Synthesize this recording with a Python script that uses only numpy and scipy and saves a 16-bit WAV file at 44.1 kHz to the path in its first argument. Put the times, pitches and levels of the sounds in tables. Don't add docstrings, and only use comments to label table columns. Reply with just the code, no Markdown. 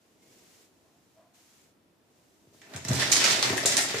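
import sys
import numpy as np
from scipy import signal
from scipy.io import wavfile
from scipy.ndimage import uniform_filter1d

SR = 44100
rng = np.random.default_rng(int(sys.argv[2]) if len(sys.argv) > 2 else 0)


def bounce(signal):
    frames = np.transpose(np.atleast_2d(signal))
    limited = np.clip(frames, -1, 1)
    pcm = np.round(limited * 32767).astype(np.int16)
    wavfile.write(sys.argv[1], SR, pcm)


N = 176400
T = np.arange(N) / SR

# start, rise, release start and release length in seconds, level in dB.
SWISHES = [(0.0, 0.017, 1.15, .3, -72.5), (.18, 0.15, 0.62, .08, -64), (.22, 0.0088, 0.21, 0.043, -68),
           (.52, 0.02, 0.41, 0.062, -68), (1.334, 0.014, 1.61, 0.15, -63), (2.0, 0.16, 3, .1, -70.5),
           (2.525, 0.012, 3.4, 0.033, -68)]
# frequency in Hz, level in dB.
SWISH_SPECTRUM = [(100, -30), (400, -2), (1000, -1.5), (2000, 3), (4000, 1.5), (7000, 4.5), (10000, -3.5),
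                  (15000, -4.5)]
# time in seconds, level in dB.
FLEX_ENVELOPE = [(0, -78), (.3, -63.5), (.8, -71), (1.2, -78), (1.55, -83), (1.68, -69.5), (1.85, -76),
                 (2.2, -70.5), (2.5, -69), (2.8, -57)]
# frequency in Hz, level in dB.
FLEX_SPECTRUM = [(30, -38), (60, -6), (100, -9.5), (330, 3), (600, -4.5), (1200, -29), (3000, -42)]
# frequency in Hz, relative level in dB.
BACKGROUND_SPECTRUM = [(15, -59), (25, -43.5), (86, -7), (309, -4.5), (475, -12.5), (655, -12),
                       (1670, -19.5), (15000, -32)]
# start in seconds, starting pitch in Hz, level in dB.
SQUEAKS = [(.19, 2084, -74), (.82, 657, -68), (1.15, 629, -61)]
# time in seconds, level in dB.
TRICKLE_ENVELOPE = [(2.449, -62), (2.68, -43), (2.86, -27.5), (2.89, -17), (3.0, -15), (3.1, -15),
                    (3.15, -7), (3.4, -11.5), (3.479, -18), (3.55, -20.5), (3.64, -16), (3.7, -8),
                    (3.85, -20), (3.92, -18), (4.0, -12.5)]
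# start in seconds, strength in dB, 1/e decay in seconds,
# click centre in Hz, left minus right in dB.
CLUMPS = [(2.616, -22, 0.041, 2240, -2), (2.738, -13, 0.02, 2190, 1), (2.762, -14, 0.0048, 6250, 0),
          (2.850, -8.5, 0.0018, 4200, -3), (2.883, -5, 0.0033, 6200, -8.5), (2.932, -2, 0.037, 6550, -7.5),
          (2.994, 6, 0.057, 3740, -1), (3.018, 1, 0.013, 1570, -6.5), (3.1166, 8.5, 0.0066, 6400, -8),
          (3.126, 10, 0.0095, 5160, 2), (3.165, 6.5, 0.0085, 4860, -5), (3.2, 5, 0.028, 2820, -1),
          (3.238, 10, 0.017, 3480, -3.5), (3.26, 6, .016, 2900, -1.5), (3.302, 4.5, 0.019, 3900, -8),
          (3.32, 0.5, .01, 4520, -2), (3.4268, 8, 0.00089, 3400, -4), (3.436, 3.5, .03, 3660, 1),
          (3.497, -1, 0.005, 3080, 5), (3.571, -2.5, 0.013, 7150, -4.5), (3.579, -3, 0.0035, 1930, 3),
          (3.6579, 7.5, 0.0081, 7000, 0.5), (3.669, -1, 0.046, 8000, -5), (3.722, 2, 0.0054, 5930, -2),
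          (3.768, 7, 0.0054, 7250, -6), (3.777, 5.5, 0.007, 7150, 3), (3.787, -0.5, 0.005, 1930, 8.5),
          (3.810, 0.5, 0.025, 7600, -3), (3.888, -4.5, 0.031, 3400, 1), (3.943, -4.5, 0.012, 2320, 5)]
# frequency in Hz, level in dB.
PIECE_SPECTRUM = [(400, -5), (700, 10.5), (1250, 3.5), (1850, 8.5), (2900, 1.5), (4500, 2.5), (6800, 4.5),
                  (9000, -0.5), (11000, -7), (15000, -12)]
# frequency in Hz, left minus right in dB.
CLATTER_BALANCE = [(270, -1.0), (440, 2), (730, 8.5), (1210, -1.5), (1990, 3), (3290, -0.5), (5420, -3),
                   (8940, 4), (14700, 5.5)]
# start in seconds, strength in dB, contact time in seconds.
THUDS = [(2.472, -45, 0.0022), (2.547, -45, 0.0011), (2.746, -28.5, .0068), (2.852, -28, 0.0048),
         (2.889, -17.5, 0.0068), (2.905, -12, 0.0051), (3.504, -18.5, .002), (3.6517, -13.5, .00035),
         (3.944, -23, 0.00087)]
# frequency in Hz, relative level in dB, T60 in seconds.
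TABLE_MODES = [(92.5, -14.5, 0.41), (131, -6.5, 0.41), (151.4, -4, 0.24), (278.3, -4, 0.39),
               (375.5, -7, 0.33), (411.7, -2, 0.22), (694.4, 1.5, .15)]
# time in seconds, relative level in dB.
DRUM_ENVELOPE = [(2.6, -73.5), (2.7, -56), (2.76, -43), (2.84, -54), (2.91, -33), (3.1, -38.5), (3.26, -32),
                 (3.39, -34.5), (3.52, -32.5), (3.62, -39), (3.79, -35.5), (3.87, -39), (4.0, -39)]
# frequency in Hz, level in dB.
DRUM_SPECTRUM = [(30, -10), (95, -17), (135, 3.5), (210, 8.5), (500, 4), (680, 5), (1100, -1), (2000, -2.5),
                 (5000, -20)]
# start in seconds, strength in dB, pitch in Hz.
KNOCKS = [(2.947, -27.5, 299), (3.021, -30, 594), (3.504, -24, 396), (3.532, -23.5, 318),
          (3.634, -26.5, 646), (3.652, -21.5, 524), (3.662, -25, 744), (3.783, -25.5, 717),
          (3.943, -20, 454)]
# frequency in Hz, left-right correlation.
STEREO_CORRELATION = [(60, 0.57), (130, 0.94), (260, 0.69), (500, 0.75), (1000, 0.043), (4000, 0.15),
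                      (12000, 0.023)]
# frequency in Hz, T60 in seconds.
ROOM_T60 = [(100, 1), (500, 0.64), (2000, 0.63), (6000, 0.45), (14000, 0.26)]

CONTACT_SPREAD_DB = 5.0


def from_db(db):
    return 10 ** (np.asarray(db) / 20)


def unit_rms(x):
    return x / np.sqrt(np.mean(x ** 2) + 1e-20)


def at_hz(points, hz):
    points_hz, values = np.transpose(points)
    return np.interp(np.log(hz), np.log(points_hz), values)


def ring(x, hz, t60_s):
    radius, angle = from_db(-60 / (t60_s * SR)), 2 * np.pi * hz / SR
    return signal.lfilter([0, np.sin(angle)], [1, -2 * radius * np.cos(angle), radius ** 2], x + 1e-18)


def noise_bands(size):
    edges_hz = 22 * 2 ** np.arange(0, 9.6, .5)
    white = rng.standard_normal((2, 2, size))
    for k, (low, high) in enumerate(zip(edges_hz, edges_hz[1:])):
        bandpass = signal.butter(2, [low, high], "band", fs=SR, output="sos")
        mid, side = signal.sosfilt(bandpass, white[k % 2])
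        hz = np.sqrt(low * high)
        alike = at_hz(STEREO_CORRELATION, hz)
        yield hz, (np.sqrt(1 + alike) * mid + np.sqrt(1 - alike) * side * [[1], [-1]]) / np.sqrt(2)


def noise(spectrum):
    return unit_rms(sum(from_db(at_hz(spectrum, hz)) * band for hz, band in noise_bands(N)))


def flicker(spread_db, grain_s):
    return from_db(spread_db * unit_rms(uniform_filter1d(rng.standard_normal(N), int(grain_s * SR))))


def handling():
    swell = 0
    for start_s, rise_s, end_s, release_s, db in SWISHES:
        attack = np.clip((T - start_s) / rise_s, 0, 1)
        release = np.clip(1 - (T - end_s) / release_s, 0, 1)
        swell += from_db(db) * attack * release
    return swell * flicker(spread_db=.5, grain_s=.014) * noise(SWISH_SPECTRUM)


def flexing():
    return from_db(np.interp(T, *np.transpose(FLEX_ENVELOPE))) * noise(FLEX_SPECTRUM)


def squeaks(rise_s=.04, decay_s=.11, t60_s=.057, overtone_ratio=1.5, overtone_db=-9, glide_per_s=.6):
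    friction = np.diff(rng.standard_normal(N + 1))
    out = 0
    for start_s, hz, db in SQUEAKS:
        age_s = T - start_s
        overtone = ring(friction, hz * overtone_ratio, t60_s) / overtone_ratio
        tone = unit_rms(ring(friction, hz, t60_s) + from_db(overtone_db) * overtone)
        gliding = np.interp(T + .5 * glide_per_s * age_s ** 2, T, tone, right=0)
        stroke = np.clip(age_s / rise_s, 0, 1) * np.exp(-np.maximum(age_s - rise_s, 0) / decay_s)
        out += from_db(db) * stroke * gliding
    return out


def trickle_contacts(rate_per_s=400, centre_hz=3630, pan_db=-1):
    time_s = rng.uniform(0, N / SR, rate_per_s * N // SR)
    size = unit_rms(from_db(CONTACT_SPREAD_DB * np.clip(rng.standard_normal(len(time_s)), -2, 2)))
    level_db = np.interp(time_s, *np.transpose(TRICKLE_ENVELOPE), left=-np.inf)
    return np.array(np.broadcast_arrays(time_s, size * from_db(level_db), centre_hz, pan_db))


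def clump_contacts(rate_per_s=1100, span_s=.12):
    contacts, count = [], int(rate_per_s * span_s)
    for start_s, db, decay_s, centre_hz, pan_db in CLUMPS:
        gaps_s = rng.exponential(1 / rate_per_s, count)
        age_s = np.cumsum(gaps_s) - gaps_s[0]
        size = from_db(CONTACT_SPREAD_DB * np.clip(rng.standard_normal(count), -2, 1))
        size *= np.exp(-age_s / decay_s)
        gain = from_db(db) * size / np.linalg.norm(size)
        contacts.append(np.broadcast_arrays(start_s + age_s, gain, centre_hz, pan_db))
    return np.hstack(contacts)


def piece_clicks(mode_q=5.17, mode_spread_db=4.5, pan_spread_db=3.5, lag_spread_s=.00007):
    time_s, gain, centre_hz, pan_db = np.hstack([clump_contacts(), trickle_contacts()])
    count = len(time_s)
    pan_db = pan_db + pan_spread_db * rng.standard_normal(count)
    lag_s = lag_spread_s * rng.standard_normal(count)
    edge_ratio = 1 + .5 / mode_q
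    denormal_guard = 1e-12 * np.cos(np.arange(N))
    out = 0
    for hz in np.geomspace(450, 14500, 30):
        mix = unit_rms(from_db(mode_spread_db * rng.standard_normal(count))) * rng.choice([-1, 1], count)
        octaves = np.log2(hz / centre_hz)
        loss_db = np.maximum(6 * octaves, -7 * octaves)
        strength = gain * mix * from_db(at_hz(PIECE_SPECTRUM, hz) - loss_db)
        balance_db = pan_db + at_hz(CLATTER_BALANCE, hz)
        clicks = []
        for side in (1, -1):
            arrival = np.maximum((time_s - side * lag_s / 2) * SR, 0).astype(int)
            clicks.append(np.bincount(arrival, strength * from_db(side * balance_db / 2), N)[:N])
        mode = signal.butter(2, [hz / edge_ratio, hz * edge_ratio], "band", fs=SR, output="sos")
        out += signal.sosfilt(mode, np.array(clicks) + denormal_guard)
    return out


def room(x, onset_s=.0011, early_db=-2.5, early_decay_s=.012):
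    t = T[:SR // 2]
    tail = sum(band * from_db(-60 * t / at_hz(ROOM_T60, hz)) for hz, band in noise_bands(len(t)))
    tail *= 1 + from_db(early_db) * np.exp(-t / early_decay_s)
    tail *= np.clip(t / onset_s - .5, 0, 1)
    return signal.fftconvolve(x, unit_rms(tail) / np.sqrt(len(t)), axes=1)[:, :N]


def scattered_room(x, spots=3, spot_s=.06):
    distances = [np.abs((T / spot_s + k) % spots - spots / 2) for k in range(spots)]
    return sum(room(x * np.sqrt(np.clip(1 - distance, 0, 1))) for distance in distances)


def table_top(push, ring_db=-51, low_cut_hz=87):
    modes = sum(from_db(db) * ring(push, hz, t60_s) for hz, db, t60_s in TABLE_MODES)
    highpass = signal.cheby1(8, .5, low_cut_hz, "high", fs=SR, output="sos")
    return signal.sosfilt(highpass, push + from_db(ring_db) * modes)


def thuds(room_db=-8.5):
    push = sum(from_db(db) * np.sin(np.pi * np.clip((T - start_s) / contact_s, 0, 1)) ** 2
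               for start_s, db, contact_s in THUDS)
    top = table_top(push) * np.ones((2, 1))
    return top + from_db(room_db) * scattered_room(top)


def drumming(gain_db=-2, bypass_db=-8.5):
    level_db = gain_db + np.interp(T, *np.transpose(DRUM_ENVELOPE), left=-np.inf)
    patter = from_db(level_db) * flicker(spread_db=2.5, grain_s=.00625) * noise(DRUM_SPECTRUM)
    return table_top(patter) + from_db(bypass_db) * patter


def knocks(t60_s=.035, room_db=-5):
    slabs = sum(from_db(db) * ring(signal.unit_impulse(N, int(start_s * SR)), hz, t60_s)
                for start_s, db, hz in KNOCKS)
    top = table_top(slabs) * np.ones((2, 1))
    return top + from_db(room_db) * room(top)


def heap(x, hz=1890, width_hz=220, hollow_db=-4.5, start_s=3.13, formed_s=3.77):
    hollow = signal.lfilter(*signal.iirpeak(hz, hz / width_hz, fs=SR), x)
    return x + from_db(hollow_db) * hollow * np.interp(T, [start_s, formed_s], [0, 1])


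def scene(background_db=-66.5):
    clatter = heap(piece_clicks())
    collapse = clatter + scattered_room(clatter) + thuds() + knocks() + drumming()
    sheet = handling() + squeaks() + flexing()
    return collapse + sheet + from_db(background_db) * noise(BACKGROUND_SPECTRUM)


def record(dry, ceiling=.6, cutoff_hz=15100):
    rounded = ceiling * np.tanh(dry / ceiling)
    return signal.sosfilt(signal.ellip(10, .3, 80, cutoff_hz, fs=SR, output="sos"), rounded)


dry = scene()
out = record(dry)
bounce(out)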